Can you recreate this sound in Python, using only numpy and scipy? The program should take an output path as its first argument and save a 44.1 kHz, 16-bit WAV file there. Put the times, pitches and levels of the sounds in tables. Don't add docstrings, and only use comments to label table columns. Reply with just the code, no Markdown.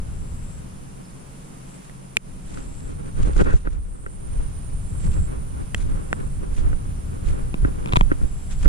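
import sys
import numpy as np
from scipy.fft import rfft, irfft, next_fast_len
from scipy.io import wavfile
from scipy.ndimage import uniform_filter1d, minimum_filter1d, map_coordinates

SR = 44100
rng = np.random.default_rng(int(sys.argv[2]) if len(sys.argv) > 2 else 0)


def wav_record(signal):
    frames = np.transpose(np.atleast_2d(signal))
    bounded = np.clip(frames, -1, 1)
    quanta = np.round(bounded * 32767).astype(np.int16)
    wavfile.write(sys.argv[1], SR, quanta)


N = 382788

# (frequency [Hz], correlation [-1 to 1])
AIR_COHERENCE = [(200, 0.094), (550, -0.45), (1100, -0.43), (2400, 0.061), (3900, 0.45), (6200, -0.3),
                 (10000, -0.25)]
# (frequency [Hz], spectral level [dB])
BUFFET_SPECTRUM = [(8, -7.5), (22, 2.5), (35, -2), (60, -7.5), (100, -28.5), (200, -37), (500, -94)]


def amp(db):
    return np.exp(np.asarray(db) * np.log(10) / 20)


def unit(x):
    return x / np.sqrt(np.mean(x ** 2) + 1e-20)


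def clock():
    return np.arange(N) / SR


def curves(rows):
    times, *columns = np.transpose(rows)
    return [np.interp(clock(), times, column) for column in columns]


def along(points, hz):
    freqs, values = np.transpose(points) if np.ndim(points) else ([1], [points])
    return np.interp(np.log(hz + 1), np.log(freqs), values)


def wobble(rate):
    steps = np.arange(0, N * rate / SR + 1, 1 / 4)
    knots = rng.standard_normal(len(steps) // 4 + 3)
    return np.interp(clock() * rate, steps, map_coordinates(knots, [steps]))


def swells(rows):
    t = clock()[::32]
    bells = (amp(db) * np.exp(-np.minimum(((t - s) / half) ** 2, 20)) for s, half, db in rows)
    return np.interp(clock(), t, sum(bells))


def panned(right_db):
    return amp(np.array([[-.5], [.5]]) * right_db)


def add(track, s, sound):
    part = track[:, round(s * SR):][:, :sound.shape[-1]]
    part += sound[..., :part.shape[1]]


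def filtered(x, response):
    size = next_fast_len(N + SR // 2)
    return irfft(rfft(x, size) * response(np.fft.rfftfreq(size, 1 / SR)), size)[..., :N]


def noise(gain):
    size = next_fast_len(N, real=True)
    bins = rng.standard_normal((2, 2 * (size // 2 + 1)), dtype=np.float32).view(np.complex64)
    return irfft(bins * gain(np.fft.rfftfreq(size, 1 / SR)).astype(np.float32), size)[:, :N]


def rush(spectrum, coherence):
    def mid_side_gains(hz):
        angle = np.arccos(np.clip(along(coherence, hz), -1, 1)) / 2
        return amp(along(spectrum, hz)) * [np.cos(angle), np.sin(angle)]
    mid, side = noise(mid_side_gains)
    return unit(np.array([mid + side, mid - side]))


def ring(modes, port_phase, attack_s, scatter_db, sign=1):
    t = np.arange(SR // 16) / SR
    lags = np.broadcast_to(port_phase, len(modes))
    sound = np.zeros((2, len(t)))
    for k, (hz, db, t60) in enumerate(modes):
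        decay = amp(db + rng.normal(0, scatter_db) - 60 * t / t60)
        sound += sign ** k * decay * np.sin(2 * np.pi * hz * t - np.array([[0], [lags[k]]]))
    return sound * (1 - np.exp(-t / attack_s))


def breeze():
    # (time [s], relative buffet level [dB], relative flutter level [dB])
    strength = [(0, -37, -34.5), (0.55, -43, -39.5), (1.14, -52.5, -46.5), (2.1, -53.5, -50),
                (2.5, -40.5, -42.5), (3.1, -40, -35.5), (3.7, -35, -42), (4.2, -41, -41), (5.0, -36, -31),
                (5.5, -36, -35), (6.3, -36, -34), (7.1, -38.5, -33.5), (7.8, -30.5, -33.5), (8.4, -36, -39),
                (8.68, -28, -30)]
    # (frequency [Hz], spectral level [dB])
    flutter_spectrum = [(35, -10), (70, 4.5), (120, -0.5), (180, -9.5), (280, -28.5), (600, -46.5),
                        (2000, -61)]
    buffet_db, flutter_db = curves(strength)
    buffet_gain = amp(buffet_db + 7 + 1.6 * wobble(11)) * panned(right_db=0.5)
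    buffet = buffet_gain * rush(BUFFET_SPECTRUM, coherence=0.52)
    lull_gate = amp(flutter_db) / np.hypot(amp(flutter_db), amp(-41))
    flutter_gain = lull_gate * amp(flutter_db + 1.3 + 2.16 * wobble(20)) * panned(right_db=-3.5)
    return buffet + flutter_gain * rush(flutter_spectrum, coherence=0.86)


def far_trees():
    # (frequency [Hz], spectral level [dB])
    spectrum = [(120, -13), (300, 3), (600, -1), (1100, -2), (1800, -9.5), (2600, -11), (4200, -17),
                (6200, -13.5), (8000, -12.5), (10500, -14), (11300, -26.5), (14500, -28.5), (15500, -49)]
    return amp(-49 + 0.73 * wobble(4.11)) * rush(spectrum, AIR_COHERENCE)


def distant_drone():
    # (frequency [Hz], spectral level [dB])
    spectrum = [(40, -7), (95, -19.5), (135, 0.5), (185, -1.5), (230, -7), (270, -11), (340, -16),
                (600, -24.5), (1500, -54)]
    # (frequency [Hz], level [dB])
    tones = [(134, -47.5), (186, -51.5), (264, -55)]
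    drone = amp(-43.5 + wobble(2.77)) * rush(spectrum, coherence=0.77)
    for hz, db in tones:
        gain = amp(db + 2.35 * wobble(5))
        drone += gain * np.sin(2 * np.pi * np.cumsum(hz + 1.6 * wobble(5)) / SR)
    return drone


def stridulation(pitch_hz, width_hz, stroke_hz, sharpness, scatter, fall_hz, port_phase):
    stroke = np.cumsum(stroke_hz) / SR % 1 - .5
    phase = 2 * np.pi * np.cumsum(pitch_hz - fall_hz * stroke + wobble(700) * width_hz / 2) / SR
    carrier = np.cos([phase, phase - port_phase])
    pulses = np.exp(sharpness * np.cos(2 * np.pi * stroke))
    scattered = unit(noise(lambda hz: 1 / (1 + (hz / width_hz) ** 3)))
    return unit(carrier * (pulses + scatter * scattered))


def steady_chirps(attack_s, swell_db, rest_db):
    onset_s, period_s, length_s, release_s = 4.510, .1055, .09, .008
    age = (clock() - onset_s) % period_s
    gate = np.clip(np.minimum(age / attack_s, (length_s - age) / release_s), amp(rest_db), 1)
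    return unit(gate * amp(swell_db * age / length_s + 0.8 * wobble(15)))


def unsteady_chirps(rate_hz, pause_db):
    cycles = np.cumsum(rate_hz * (1 + 0.035 * wobble(3.03))) / SR
    return unit(amp(-pause_db * np.sin(np.pi * cycles) ** 8))


def crickets():
    # (time [s], level [dB], right over left [dB], pitch [Hz])
    near_song = [(0, -75, 5, 9030), (2.1, -67, 12, 9030), (2.6, -60, 14, 8980), (3.3, -56.5, 18, 8910),
                 (3.55, -57.5, 14, 9050), (3.9, -55, 19, 9090), (4.7, -53.5, 16, 9080),
                 (5.2, -57, 17, 8990), (5.8, -58, 13, 8980), (6.6, -61, 16.5, 8980), (8.68, -67, 6, 9150)]
    high_song = [(0, -63, -5, 9940), (2.1, -60, -1, 9830), (2.6, -72, 8, 9650), (4.2, -61.5, 14, 9610),
                 (5.4, -59, 16, 9650), (6.3, -62, 14, 9730), (7.5, -57.5, 12, 9680),
                 (8.68, -60.5, 12, 9680)]
    # (frequency [Hz], spectral level [dB])
    chorus_spectrum = [(6800, -41), (7250, -6), (7500, -4), (7850, -15), (8300, -22), (8900, -4), (9400, 3),
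                       (10000, -7.5), (10600, -8.5), (11100, -34)]
    hiss_spectrum = [(13000, -30), (14000, -3), (14600, 0), (15100, -25)]
    near_db, near_right_db, near_hz = curves(near_song)
    high_db, high_right_db, high_hz = curves(high_song)
    near = stridulation(near_hz, width_hz=165, stroke_hz=135 + 1.5 * wobble(7.2),
                        sharpness=0.77, scatter=0.38, fall_hz=810, port_phase=2.65)
    near *= amp(near_db) * panned(near_right_db) * steady_chirps(0.011, swell_db=3.5, rest_db=-10)
    high = stridulation(high_hz, width_hz=241, stroke_hz=130 + 5 * wobble(5),
                        sharpness=0.44, scatter=0.6, fall_hz=790, port_phase=2.3)
    high *= amp(high_db) * panned(high_right_db) * unsteady_chirps(rate_hz=8.1, pause_db=5)
    chorus = amp(-59 + 0.42 * wobble(14)) * panned(8.5) * rush(chorus_spectrum, coherence=-0.24)
    hiss = amp(high_db - 16 + 1.5 * wobble(16)) * panned(4) * rush(hiss_spectrum, coherence=0.1)
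    return near + high + chorus + hiss


def buzzing_insect():
    # (start [s], end [s], level [dB], right over left [dB], port phase [rad])
    buzzes = [(0.05, 0.624, -53, -5.5, 2.4), (1.08, 1.62, -59, 0, -3), (1.63, 1.78, -54, -1, -2.2),
              (2.34, 2.92, -53.5, -3.5, -1.6), (3.68, 4.178, -50, -2, 3), (4.72, 5.29, -48.5, 8, 2.5),
              (5.795, 6.422, -53.5, 3.5, 2.9), (6.9, 7.52, -57, 3, -2.8), (8.1, 8.632, -54.5, 1, -1.6)]
    level, stroke_hz, phase = np.zeros((2, N)), np.full((1, N), 190.), np.zeros((1, N))
    for start, end, db, right_db, port_phase in buzzes:
        progress = np.linspace(0, 1, round((end - start) * SR))
        envelope = np.tanh(2.4 * progress) * np.minimum((1 - progress) / 0.065, 1)
        add(level, start, amp(db) * panned(right_db) * envelope)
        add(stroke_hz, start, -28 * progress ** 2)
        add(phase, start, np.full(len(progress), port_phase))
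    level *= amp(0.9 * wobble(14))
    return level * stridulation(7650, width_hz=170, stroke_hz=stroke_hz[0],
                                sharpness=0.75, scatter=0.43, fall_hz=400, port_phase=phase[0])


def strap_rubbing():
    # (time [s], relative level [dB])
    contact = [(0, -56), (2.1, -58.5), (2.8, -48.5), (3.9, -52), (4.6, -47), (8.1, -47), (8.35, -60)]
    # (peak time [s], half length [s], relative level [dB])
    strokes = [(2.58, 0.054, -42), (2.9, 0.059, -41.5), (3.0, 0.022, -41), (3.08, 0.022, -38),
               (3.19, 0.028, -35.5), (3.28, 0.06, -34), (3.38, 0.022, -33), (3.407, 0.014, -20.5),
               (3.472, 0.026, -28), (3.51, 0.051, -33), (3.668, 0.02, -33), (3.75, 0.04, -42.5),
               (4.35, 0.17, -47), (5.07, .02, -37), (5.17, 0.028, -36), (5.32, .05, -37.5),
               (5.94, 0.094, -39.5), (6.21, 0.052, -38.5), (6.43, .02, -37.5), (6.67, 0.072, -36),
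               (7.35, 0.14, -37.5), (7.665, 0.033, -35.5), (7.85, 0.14, -40.5), (8.12, 0.02, -32.5),
               (8.24, 0.035, -39.5), (8.66, 0.017, -26)]
    # (frequency [Hz], spectral level [dB])
    strap_spectrum = [(50, -21), (120, -5), (250, 0.5), (400, -2), (560, -9.5), (720, -17), (850, -12),
                      (1050, -15.5), (1400, -19), (1900, -29), (2700, -32), (4000, -70)]
    shell_spectrum = [(200, 3.5), (350, 0.5), (550, 0.5), (750, -29), (1100, -8), (1470, -5.5),
                      (1700, -10.5), (1950, -13), (2300, -14.5), (2700, -17.5), (3500, -20.5), (8000, -40),
                      (12000, -65)]
    contact_db, = curves(contact)
    chafe = amp(contact_db + 3.9 * wobble(13) + 3.2 * wobble(70))
    drag = np.hypot(chafe, swells(strokes) * amp(1 + 2.1 * wobble(140)))
    strap = amp(3) * rush(strap_spectrum, coherence=-0.95)
    shell = amp(-9.5) * rush(shell_spectrum, coherence=0.66)
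    return drag * (strap + shell)


def bird():
    # (start [s], length [s], first pitch [Hz], last pitch [Hz], relative level [dB])
    peeps = [(1.013, .09, 5180, 5250, -64), (1.042, .03, 5100, 3900, -65), (1.087, .025, 5240, 4000, -63)]
    track = np.zeros((2, N))
    waver_hz = 90 * wobble(533)
    for s, length, first_hz, last_hz, db in peeps:
        hz = np.linspace(first_hz, last_hz, round(length * SR))
        phase = 2 * np.pi * np.cumsum(hz + waver_hz[:len(hz)]) / SR
        add(track, s, amp(db + 3) * np.hanning(len(hz)) * np.sin(phase))
    return track


def brushing():
    # (peak time [s], half length [s], relative level [dB])
    strokes = [(1.8, 0.17, -56), (2.56, 0.12, -52), (2.77, .05, -59), (2.9, 0.064, -56), (3.07, 0.028, -58),
               (3.232, 0.068, -47.5), (3.336, 0.008, -49), (3.395, 0.042, -44), (3.53, 0.079, -49),
               (3.73, 0.026, -56), (4.377, 0.13, -58), (5.04, 0.04, -49), (5.132, 0.022, -50),
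               (5.803, 0.051, -50.5), (6.577, 0.043, -47), (7.29, 0.038, -47), (7.995, .012, -47),
               (8.523, 0.026, -44.5), (8.63, 0.034, -43.5)]
    # (frequency [Hz], spectral level [dB])
    spectrum = [(300, -1), (1400, 6.5), (2600, 3.5), (3600, 0.5), (5000, -2.5), (7000, 3.5), (9000, 1.5),
                (12000, -31), (15000, -40)]
    grain = amp(0.5 + 2.95 * wobble(150) + 2.2 * wobble(900))
    return swells(strokes) * grain * rush(spectrum, AIR_COHERENCE)


def thump(port_phase):
    # (frequency [Hz], level [dB], T60 [s])
    modes = [(115, -1, 0.028), (181, 0.5, 0.026), (273, -3.5, 0.023), (390, -6, 0.017)]
    return ring(modes, port_phase, attack_s=0.0024, scatter_db=2.5)


def clicks():
    # (time [s], level [dB], ring [Hz], T60 [s], second ring [Hz], its level [dB],
    # tick [dB], push [dB], push [Hz], thump [dB], port phase [rad]); parts are relative to the level
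    blows = [(1.897, -27.5, 1930, 0.0069, 2600, -10, -18, -6, 550, -1, -1.8),
             (2.1694, 8, 2430, 0.0082, 1300, -20, -11.5, -18, 700, -12, -2),
             (5.7463, -8, 1950, 0.0074, 3300, -6.5, -13, -5, 330, -7.5, -1.34),
             (6.129, -5.5, 1460, 0.0072, 1860, -1.5, -22, 4, 557, -7, -2.0)]
    # (frequency [Hz], level [dB], T60 [s])
    tick_modes = [(2630, 10, 0.0061), (3220, 7.5, 0.0029), (5840, 2, 0.0042), (7280, 5.5, 0.0049),
                  (8500, -0.5, 0.0048), (10600, -14, 0.005)]
    push_t60_s = 0.0038
    track = np.zeros((2, N))
    for s, db, hz, t60, second_hz, second_db, tick_db, push_db, push_hz, thump_db, phase in blows:
        modes = [(hz, 0, t60), (second_hz, second_db, t60)]
        body = ring(modes, phase, attack_s=0.00037, scatter_db=1, sign=-1)
        tick = amp(tick_db) * ring(tick_modes, phase, attack_s=0.00011, scatter_db=0.5)
        push = amp(push_db) * ring([(push_hz, 0, push_t60_s)], phase, attack_s=0.0003, scatter_db=0.5)
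        add(track, s, amp(db) * (body + tick - push + amp(thump_db) * thump(phase)))
    return track


def knocks():
    # (time [s], relative ring level [dB], thump [dB], rocking [dB], rocking [Hz], port phase [rad])
    blows = [(2.573, -21, -38, -34, 300, -1.6), (3.271, -36, -14, -20, 280, -1.2),
             (3.281, -33, -13.5, -22, 300, -1.3), (3.293, -31, -17, -15, 310, -1.5),
             (3.363, -19.5, -15, -11, 320, -1.5), (3.393, -14, -14, -11, 350, -2.5),
             (3.4165, -12, -3, 2, 357, -2), (3.535, -29, -17, -16, 300, 0),
             (3.672, -11, -13, -12, 290, -2.5), (4.063, -11.5, -22, -21, 400, -2.5),
             (6.729, -16.5, -17, -16, 302, -2), (7.6478, -6, -11, -2, 278, -2.5),
             (7.681, -33, -18, -16, 290, -2.4), (8.1153, -3.5, -7, -1, 280, -2.5),
             (8.214, -22, -14, -17, 280, 2.5), (8.24, -32, -14, -15, 280, 3),
             (8.657, -4, -8.5, -2.5, 280, -2.6)]
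    # (frequency [Hz], level [dB], T60 [s])
    case_modes = [(485, -9.5, 0.034), (870, -7, 0.0068), (1364, -2, 0.018), (1474, -4.5, 0.019),
                  (1890, -7.5, 0.014), (2630, -17, 0.01)]
    recoil_s, rock_t60_s = 0.00218, 0.019
    track = np.zeros((2, N))
    for s, db, thump_db, rock_db, rock_hz, phase in blows:
        rock = ring([(rock_hz, 0, rock_t60_s)], port_phase=-2.46, attack_s=0.0013, scatter_db=1)
        add(track, s, amp(db - 4) * ring(case_modes, phase, attack_s=0.0016, scatter_db=1.5))
        add(track, s + recoil_s, amp(thump_db) * thump(phase) + amp(rock_db) * rock)
    return track


def gusts():
    # (peak time [s], half length [s], relative buffet level [dB], relative eddy level [dB])
    puffs = [(3.229, 0.067, -20, -26.5), (3.424, 0.08, -17.5, -27.5), (3.551, 0.013, -13, -19),
             (3.773, 0.093, -31, -42.5), (4.388, 0.094, -27, -37), (4.75, 0.047, -31.5, -35),
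             (5.067, 0.057, -23.5, -22.5), (5.186, 0.07, -27.5, -23), (5.424, 0.053, -30, -34),
             (5.872, 0.1, -23.5, -37), (6.24, 0.045, -33, -32.5), (6.652, 0.099, -20.5, -34),
             (6.883, 0.038, -31, -29), (7.305, 0.04, -22, -38), (7.455, 0.03, -26, -40),
             (7.64, 0.05, -21, -25.5), (8.03, 0.078, -19.5, -32.5), (8.245, 0.017, -17.5, -27.5),
             (8.679, 0.057, -14, -28)]
    # (frequency [Hz], spectral level [dB])
    eddy_spectrum = [(35, -9), (70, 1), (110, -2.5), (165, -10.5), (250, -28), (600, -44), (2000, -82)]
    buffet_gain = swells([(s, half, db) for s, half, db, _ in puffs]) * amp(5 + 1.6 * wobble(10))
    eddy_gain = swells([(s, half, db) for s, half, _, db in puffs]) * amp(1 + 3.5 * wobble(20))
    buffet = buffet_gain * panned(right_db=4) * rush(BUFFET_SPECTRUM, coherence=0.078)
    return buffet + eddy_gain * rush(eddy_spectrum, coherence=0.24)


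def scraping():
    # (start [s], end [s], level [dB])
    scrapes = [(3.386, 3.428, -26.5), (3.443, 3.545, -34.5), (3.533, 3.576, -49), (3.643, 3.673, -41),
               (7.633, 7.652, -38), (8.098, 8.13, -36), (8.636, 8.673, -42)]
    # (frequency [Hz], bandwidth [Hz], level [dB])
    resonances = [(504, 89, -1.5), (1450, 130, -0.5), (1610, 94, -4), (1867, 130, -10), (2610, 150, -14)]
    ramp_s, port_phase = 0.018, -2.21
    pressure = np.zeros((1, N))
    for start, end, db in scrapes:
        t = np.arange(0, end - start, 1 / SR)
        add(pressure, start, amp(db) * np.minimum(np.minimum(t, end - start - t) / ramp_s, 1))
    shell = lambda f: sum(amp(db) / (1 + (2 * (f - hz) / width) ** 2) for hz, width, db in resonances)
    left = unit(noise(shell)[0])
    right = filtered(left, lambda hz: np.exp(-1j * port_phase))
    return pressure * np.array([left, right])


def creaks():
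    # (time [s], level [dB], shove [dB], shove [Hz], hinge pitch [ratio], tilt [dB/octave])
    slips = [(3.406, -24, -23, 200, .9, -2), (3.412, -21, -14, 199, .85, 2),
             (3.4159, -19, -16, 199, 0.7, 0), (3.538, -35, -4, 75, 1, -1), (7.542, -17, -14, 198, 1.04, -2),
             (7.859, -17, -19, 172, 0.98, 1), (7.874, -23, -23, 170, 1.04, 0), (7.886, -26, -35, 170, 1, 1),
             (7.892, -22, -24, 170, 1, 0), (7.9225, -17, -31, 170, 1.1, 0),
             (7.925, -11.5, -15, 140, 0.96, 1.5), (7.9344, -7, -3, 116, 1.08, 0.5),
             (7.958, -6, -21, 170, 1, -1.5), (7.9631, -5, -27, 170, 1.02, 0.5),
             (7.966, -9, -15, 170, 0.93, 0), (7.9692, -1.5, 2, 127, 1, -0.5),
             (8.0098, -3.5, -7.5, 172, 0.94, -3)]
    # (frequency [Hz], level [dB], T60 [s], port phase [rad])
    hinge = [(720, -6.5, 0.007, 2.58), (1000, 0.5, 0.01, 3.21), (1410, -7, 0.006, 3.25),
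             (1900, -12.5, 0.0058, 3.9), (2460, -7, 0.0093, 3.63), (3470, -10.5, 0.0075, 5.4)]
    # (frequency [Hz], level [dB], T60 [s])
    clamp = [(297, -6.5, 0.012)]
    # (frequency [Hz], spectral level [dB])
    grit_spectrum = [(800, -17), (1600, 1.5), (3800, 1), (4800, -6), (7500, -4.5), (10000, -14),
                     (14000, -29)]
    grit_db, grit_t60_s = -17.5, 0.0071
    shove_lag_s, shove_t60_s = 0.00081, 0.027
    grit = rush(grit_spectrum, coherence=-0.12)
    fade = amp(-60 * clock()[:SR // 20] / grit_t60_s)
    track = np.zeros((2, N))
    for s, db, shove_db, shove_hz, pitch, tilt_db in slips:
        modes = [(hz * pitch, level + tilt_db * np.log2(hz / 2000), t60) for hz, level, t60, _ in hinge]
        creak = ring(modes, np.array(hinge)[:, -1], attack_s=0.00025, scatter_db=1.2, sign=-1)
        shove_modes = [(shove_hz, 0, shove_t60_s)] + clamp
        shove = ring(shove_modes, port_phase=0.55, attack_s=0.00082, scatter_db=1.3)
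        crunch = grit[:, round(s * SR):][:, :len(fade)] * fade * amp(grit_db + 2 * tilt_db)
        add(track, s, amp(db) * creak)
        add(track, s, amp(db) * crunch)
        add(track, s + shove_lag_s, amp(shove_db) * shove)
    return track


def scene():
    # (time [s], level [dB])
    meadow_level = [(0, 0.5), (3.4, -0.5), (3.75, -7.5), (3.95, -6.5), (4.35, -0.5), (8.68, 1)]
    meadow_db, = curves(meadow_level)
    meadow = amp(meadow_db) * (far_trees() + distant_drone() + crickets() + buzzing_insect() + bird())
    wind = breeze() + gusts()
    friction = strap_rubbing() + brushing() + scraping()
    return meadow + wind + friction + clicks() + knocks() + creaks()


def limiter(x, ceiling_db, release_db_per_s):
    over_db = np.maximum(20 * np.log10(np.abs(x).max(0) + 1e-9) - ceiling_db, 0)
    ramp = release_db_per_s * clock()
    gain = amp(ramp - np.maximum.accumulate(over_db + ramp))
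    return x * uniform_filter1d(minimum_filter1d(gain, size=24), size=24)


def record(dry):
    band_limit_hz = 15100
    held = limiter(dry, ceiling_db=0, release_db_per_s=99)
    return filtered(np.clip(held, -1, 1), lambda hz: hz < band_limit_hz)


dry = scene()
out = record(dry)
wav_record(out)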